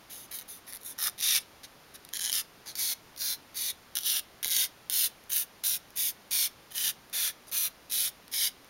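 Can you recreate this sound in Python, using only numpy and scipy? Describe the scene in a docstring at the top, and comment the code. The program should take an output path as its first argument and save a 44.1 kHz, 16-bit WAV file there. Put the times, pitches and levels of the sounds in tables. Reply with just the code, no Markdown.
"""Faint room hiss, then light dabs of sandpaper on a thin softwood stick, close by in a small room.
Firm hand strokes follow, two or three a second. Fine grit hisses, coarse grains tear fibres, and each
new grip shifts the stick's resonances. The paper often snags or judders early in a stroke, then runs
smoothly. Midway, one soft knock of the stick, damped by the fingers."""
import sys
import numpy as np
from scipy import signal
from scipy.fft import rfft, irfft
from scipy.io import wavfile
from scipy.ndimage import uniform_filter1d

SR = 44100
rng = np.random.default_rng(int(sys.argv[2]) if len(sys.argv) > 2 else 0)


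def file_out(sig):
    """Save sig as 16-bit WAV at sys.argv[1]."""
    # one column per channel
    cols = np.atleast_2d(sig).T
    # limit, then scale
    lim = np.clip(cols, -1, 1)
    pcm = np.round(lim * 32767).astype(np.int16)
    wavfile.write(sys.argv[1], SR, pcm)


N = 383229

# Room air and microphone noise: freq_hz, relative_density_db
HISS_SPECTRUM = [(20, -6), (60, -1), (250, 0), (600, -2), (1200, -3.5), (2500, -7.5), (5000, -10.5),
                 (6800, -14), (9500, -15), (13000, -16), (15600, -20)]
# Hand strokes: start_s, length_s, run_up_s, lift_s, level_db, swell_db, coarse_share, body_db,
# low_ring_hz, low_ring_db, high_ring_db, dip_hz, dip_db, bright_db
HAND_STROKES = [(0.097, 0.18, 0.0016, 0.0076, -44.5, -10, .25, 6.5, 3810, 3, 5, 3510, -8, 10),
                (0.311, 0.12, 0.023, 0.023, -35, -19, .25, 10.5, 4550, 8, 5.5, 5200, -7, 15.5),
                (0.479, 0.14, 0.011, .015, -44.5, -15, 0, 5, 4080, 2, 2, 2930, -7, 11),
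                (0.667, 0.081, 0.012, 0.011, -44.5, -14, 0.1, 6.5, 4200, 1.5, -2, 2870, -7, 4.5),
                (0.807, .14, 0.039, 0.01, -39.5, -1, 0.4, -2, 4550, -12, 0, 2860, -12, 2.5),
                (0.98, 0.11, 0.0045, 0.0095, -28.5, 15, 0.46, 6, 2540, -2, 0, 3400, -1, 5.5),
                (1.179, 0.22, 0.041, 0.0075, -25, 3.5, 0.33, -5, 2940, 3, 0, 4020, -4.5, -4),
                (1.397, .038, .001, .006, -48, -4, 0.3, 0, 2920, -2, 0, 3950, -3.5, -4),
                (1.633, 0.038, 0.0065, 0.013, -34, -2, 0, 1, 4320, 8, 4, 3260, -4, -10),
                (1.938, 0.033, 0.01, 0.0043, -40.5, 7, .3, 3, 4700, 3, 1, 3340, -5, -3),
                (2.127, 0.19, 0.00089, .008, -39, 16, .6, -6, 2790, 1.5, 4.5, 2410, -5, -9.5),
                (2.309, 0.12, 0.029, 0.0086, -27, 0, 0.56, -6.5, 2790, 6, 1.5, 2370, -8, -2.5),
                (2.657, .09, 0.0087, 0.022, -36, 3, 0.4, 2, 4530, 12, 9, 2960, -10, -3),
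                (2.754, 0.19, .028, 0.0037, -28.5, -2.5, 0.17, -2, 4300, 7, 6, 2780, -6.5, 4.5),
                (3.171, .2, 0.026, 0.016, -28.5, 4, 0.27, 4, 4400, 11.5, 6.5, 2820, -2, 11),
                (3.544, 0.18, 0.011, 0.0068, -31, 5, .17, 1, 4200, 11.5, 5, 5400, -3.5, 7.5),
                (3.952, 0.26, 0.097, 0.0072, -26, -3, 0.44, -5.5, 2834, 10, 0, 2600, -8, 3),
                (4.431, 0.25, .072, .015, -25.5, 6, 0.38, -6, 2880, 6, 1.5, 2510, -5.5, 2.5),
                (4.899, 0.19, 0.012, 0.0096, -24.5, 5, 0.28, -8.5, 2430, 10, 0.5, 2410, -13.5, 6),
                (5.295, 0.16, 0.018, 0.014, -24, 0.5, .35, 0, 2670, 9.5, 1, 2400, -14, 13),
                (5.636, 0.15, .001, 0.0084, -25, -4.5, .3, 1, 2640, 3.5, 4.5, 2430, -5.5, 12),
                (5.957, .17, .012, 0.012, -25, 0.5, 0.13, -4, 2860, 4.5, 1, 4220, -1, 11),
                (6.308, 0.18, 0.0054, 0.0091, -24.5, 1, 0.22, -4.5, 2880, 2.5, 1, 3900, -3, 5.5),
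                (6.705, .22, 0.042, 0.01, -28, 9, 0.44, -1, 2930, 7.5, 1, 3200, -7.5, 4.5),
                (7.128, 0.2, 0.0062, 0.019, -27, 5, 0.06, 2.5, 3250, 9, 0, 3300, -11, 3.5),
                (7.468, 0.047, 0.0051, .01, -46.5, 2, 0.5, -1, 4700, 1, 3, 3210, -16, -6),
                (7.515, 0.18, 0.005, 0.01, -26, 3.5, 0.35, 2.5, 2190, 2.5, 2, 5200, -1.5, 9.5),
                (7.899, 0.21, 0.017, 0.014, -26.5, 4.5, 0.29, -8, 2280, 4.5, 0, 2670, -6, 0.5),
                (8.314, .19, 0.013, 0.014, -26.5, 9, 0.24, -7.5, 2010, 5.5, 2, 2450, -4, 1)]
# Grit on wood: freq_hz, relative_density_db
RASP_SPECTRUM = [(100, -40), (400, -36.5), (750, -22), (1150, -18), (1700, -9), (2250, -6.5), (2630, -9.5),
                 (3000, -4), (3700, 0.7), (4400, -3.5), (6000, -1), (7200, -7), (10000, 0), (13000, -2.5),
                 (15600, -5.5)]
# Room decay: freq_hz, t60_s
ROOM_DECAY = [(500, 0.12), (3000, 0.25), (8000, 0.16), (16000, 0.14)]
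# Hard catches of single grits, light touches between strokes: start_s, level_db (over 1 ms)
GRIT_SNAGS = [(0.388, -25), (0.9881, -26), (1.0152, -28), (1.026, -20), (1.0685, -22), (2.05, -38.5),
              (2.0898, -37), (2.1357, -23), (2.1924, -29), (2.1952, -24.5), (2.2967, -20.5), (2.303, -26),
              (2.319, -23), (2.3281, -18), (2.7543, -27), (3.1632, -38), (3.9543, -21), (3.9703, -16.5),
              (4.4294, -23), (4.4459, -17.5), (4.8985, -18), (5.2384, -46), (5.3032, -25.5),
              (5.3674, -13.5), (5.905, -43), (6.3165, -25), (6.7565, -34), (7.0986, -44), (7.2771, -22),
              (7.8972, -42), (8.2802, -40), (8.6454, -47)]
# Stick-slip runs of the paper: start_s, length_s, first_snag_db, last_snag_db
PAPER_JUDDERS = [(0.392, 0.036, -28.5, -42), (0.725, 0.047, -33, -36.5), (1.072, .028, -20, -32.5),
                 (1.179, 0.034, -54, -20), (2.144, 0.029, -33, -25), (2.207, 0.062, -27, -23),
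                 (2.335, .02, -23, -23), (3.960, 0.029, -25, -22.5), (3.989, 0.037, -39, -51),
                 (4.433, 0.088, -24.5, -22)]
# Knock of the stick: start_s, peak_db
STICK_KNOCKS = [(4.4581, -32.5)]
# Modes of the held stick: pitch_hz, relative_db, t60_s
STICK_MODES = [(190.4, -19, 0.026), (476, 0, 0.0071), (870, 13, 0.0042)]

RUN_UP_DB, RUN_UP_COARSE, RAMP_S = -13.5, 0.54, 0.0059
ARCH_DB, LIFT_DB = 0.5, -44
BODY_TURN_DB, BODY_SWELL_DB = 9, 1
HIGH_RING_HZ, FIRM_DB, SHEEN_DB_PER_DB = 6510, -23.5, 0.27
BAND_EDGE_HZ = 15850


def gain_of(db):
    """Decibels to amplitude."""
    return 10 ** (np.asarray(db) / 20)


def unit_rms(x):
    """Scale to rms 1."""
    return x / np.sqrt(np.mean(x ** 2) + 1e-20)


def curve_at(points, hz):
    """Interpolate (freq_hz, value) points over log frequency."""
    freq_hz, value = np.transpose(points)
    return np.interp(np.log(hz + 1), np.log(freq_hz + 1), value)


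def add(mix, start_s, sound):
    """Mix in at start_s."""
    part = mix[max(round(start_s * SR), 0):][:len(sound)]
    part += sound[:len(part)]


def bell(hz, centre_hz, width_hz):
    """Resonance curve, height 1."""
    return 1 / (1 + (2 * (hz - centre_hz) / width_hz) ** 2)


def impulse_response(spectrum_db):
    """Minimum phase, unit energy."""
    log_gain = np.log(gain_of(np.r_[spectrum_db, spectrum_db[-2:0:-1]]))
    response = np.fft.ifft(np.exp(np.conj(signal.hilbert(log_gain)))).real
    return response / np.linalg.norm(response)


def hiss(rms_db=-55.5):
    """Steady room air and microphone noise."""
    colour = gain_of(curve_at(HISS_SPECTRUM, np.fft.rfftfreq(N, 1 / SR)))
    return gain_of(rms_db) * unit_rms(irfft(rfft(rng.standard_normal(N)) * colour, N))


def hand_motion():
    """Each stroke runs up quieter and coarser, slides fastest midway, fades on lift-off."""
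    contact, coarse_share, body_db = np.zeros((3, N))
    for start_s, length_s, run_up_s, lift_s, level_db, swell_db, coarse, wood_db, *_ in HAND_STROKES:
        t = np.arange(0, length_s, 1 / SR)
        along = t / length_s - 0.5
        run_up = (1 - np.tanh((t - run_up_s) / (2 * RAMP_S))) / 2
        lift = np.exp((t - length_s) / max(lift_s, 1 / SR))
        speed = np.cos(np.pi * along)
        slide_db = level_db + swell_db * along + ARCH_DB * (speed - speed.mean())
        add(contact, start_s, gain_of(slide_db + RUN_UP_DB * run_up + LIFT_DB * lift))
        add(coarse_share, start_s, coarse + RUN_UP_COARSE * (run_up - run_up.mean()))
        # wood lows come out at both turns of the hand
        add(body_db, start_s, wood_db + BODY_TURN_DB * (2 * along) ** 2 + BODY_SWELL_DB * along)
    return contact, np.clip(coarse_share, 0, 1), body_db


def friction(contact, coarse_share, grains_per_s=1200, spread_db=7.0, grain_s=0.0001, size=64):
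    """Countless fine scratches hiss; coarse grains tear fibres one by one."""
    strength = gain_of(spread_db * np.clip(rng.standard_normal(N), -2, 2))
    hits = strength * (rng.random(N) < grains_per_s / SR)
    power_decay = np.exp(-2 * np.arange(size) / SR / grain_s)
    tearing = np.sqrt(np.convolve(hits ** 2, power_decay)[:N])
    grains = unit_rms(tearing * rng.standard_normal(N))
    scratches = rng.standard_normal(N)
    return contact * (np.sqrt(coarse_share) * grains + np.sqrt(1 - coarse_share) * scratches)


def stick_resonance(drive, ring_width_hz=900, dip_width_hz=500, sheen_hz=10500, sheen_width_hz=2600,
                    ripple_db=3.5, overlap_hz=11000, glide=0.025, tip_hz=3900, tip_glide=0.051,
                    size=1024, places=5):
    """Stick and paper colour each stroke; resonances sink as the contact slides, most near the tip."""
    hz, out = np.fft.rfftfreq(size, 1 / SR), np.zeros(N)
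    ends_s = [stroke[0] for stroke in HAND_STROKES[1:]] + [N / SR]
    for stroke, end_s in zip(HAND_STROKES, ends_s):
        start_s, _, _, _, level_db, _, _, _, low_hz, low_db, high_db, dip_hz, dip_db, bright_db = stroke
        push = drive[round(start_s * SR):round(end_s * SR)]
        travel = np.cumsum(push ** 2) / (np.sum(push ** 2) + 1e-20)
        sheen_db = SHEEN_DB_PER_DB * (FIRM_DB - level_db)  # lighter touch, more paper sheen
        colour_db = curve_at(RASP_SPECTRUM, hz) + bright_db * hz / BAND_EDGE_HZ
        colour_db += high_db * bell(hz, HIGH_RING_HZ, ring_width_hz)
        colour_db += dip_db * bell(hz, dip_hz, dip_width_hz)  # antiresonance
        colour_db += sheen_db * bell(hz, sheen_hz, sheen_width_hz)
        # weak modes change per grip, overlap and even out in the treble
        ripple = unit_rms(uniform_filter1d(rng.standard_normal(len(hz)), size=5))
        colour_db += ripple_db / (1 + (hz / overlap_hz) ** 2) * ripple
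        for place in np.linspace(0, 1, places):
            crossfade = np.maximum(1 - abs(travel - place) * (places - 1), 0)
            early = 1 - 2 * place
            ring_hz = low_hz * (1 + tip_glide * early * (low_hz > tip_hz))
            ring_db = low_db * bell(hz, ring_hz, ring_width_hz)
            shifted_db = np.interp(hz / (1 + glide * early), hz, colour_db + ring_db)
            add(out, start_s, signal.fftconvolve(crossfade * push, impulse_response(shifted_db)))
    return out


def wood_body(x, body_db, corner_hz=2200):
    """The wood's lows, set per stroke: fuller in light dabs and at each stroke's start and end."""
    lows = signal.sosfiltfilt(signal.butter(2, corner_hz, fs=SR, output="sos"), x)
    return x + (gain_of(body_db) - 1) * lows


def room_tail(x, build_s=0.0014):
    """Short diffuse tail, longest near 3 kHz."""
    hz, t, noise = signal.stft(rng.standard_normal(SR // 2), SR, nperseg=256)
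    decay = gain_of(-60 * t / curve_at(ROOM_DECAY, hz)[:, None])
    tail = signal.istft(noise * decay, SR, nperseg=256)[1]
    tail *= 1 - np.exp(-np.arange(len(tail)) / SR / build_s)
    return signal.fftconvolve(x, tail / np.linalg.norm(tail))[:N]


def snags(crumble_gain=0.54, crumble_s=0.00092, size=128):
    """Caught grit: one sharp release, then crumbling fibres."""
    out, t = np.zeros(N), np.arange(size) / SR
    fibres = rng.standard_normal(N)[:N // size * size].reshape(-1, size)
    samples_per_ms = SR / 1000
    for (start_s, level_db), noise in zip(GRIT_SNAGS + judders(), fibres):
        snap = (t == 0) + crumble_gain * noise * np.exp(-t / crumble_s)
        add(out, start_s, gain_of(level_db) * np.sqrt(samples_per_ms) * snap / np.linalg.norm(snap))
    return out


def judders(slip_s=0.0052, unevenness=0.48, spread_db=2.5, max_slips=32):
    """Paper catches and slips in quick, uneven runs. 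Returns snags: start_s, level_db."""
    slips = []
    jitter = rng.uniform(-1, 1, (len(PAPER_JUDDERS), 2, max_slips))
    for (start_s, length_s, first_db, last_db), (gap_jitter, level_jitter) in zip(PAPER_JUDDERS, jitter):
        waits_s = slip_s * (1 + unevenness * gap_jitter)
        t = np.cumsum(waits_s) - waits_s[0]
        level_db = first_db + (last_db - first_db) * t / length_s + spread_db * level_jitter
        slips += zip(start_s + t[t < length_s], level_db[t < length_s])
    return slips


def knock(size=2048):
    """Low stick modes, damped at once by the fingers."""
    out, t = np.zeros(N), np.arange(size) / SR
    thud = sum(gain_of(db - 60 * t / t60_s) * np.sin(2 * np.pi * hz * t) for hz, db, t60_s in STICK_MODES)
    for start_s, peak_db in STICK_KNOCKS:
        add(out, start_s, gain_of(peak_db) * thud / abs(thud).max())
    return out


def scene(room_db=-18):
    """Close sanding, faint room tail, hiss. 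Mono."""
    contact, coarse_share, body_db = hand_motion()
    drive = friction(contact, coarse_share) + snags()
    sanding = wood_body(stick_resonance(drive), body_db) + knock()
    return (sanding + gain_of(room_db) * room_tail(sanding) + hiss())[None]


def record(dry, notch_hz=7900, notch_q=5.5):
    """Small camera's response: deep treble notch, steep band limit."""
    notched = signal.lfilter(*signal.iirnotch(notch_hz, notch_q, fs=SR), dry)
    lowpass = signal.firwin(511, BAND_EDGE_HZ, window=("kaiser", 8), fs=SR)
    return signal.oaconvolve(notched, lowpass[None], "same")


dry = scene()
out = record(dry)
file_out(out)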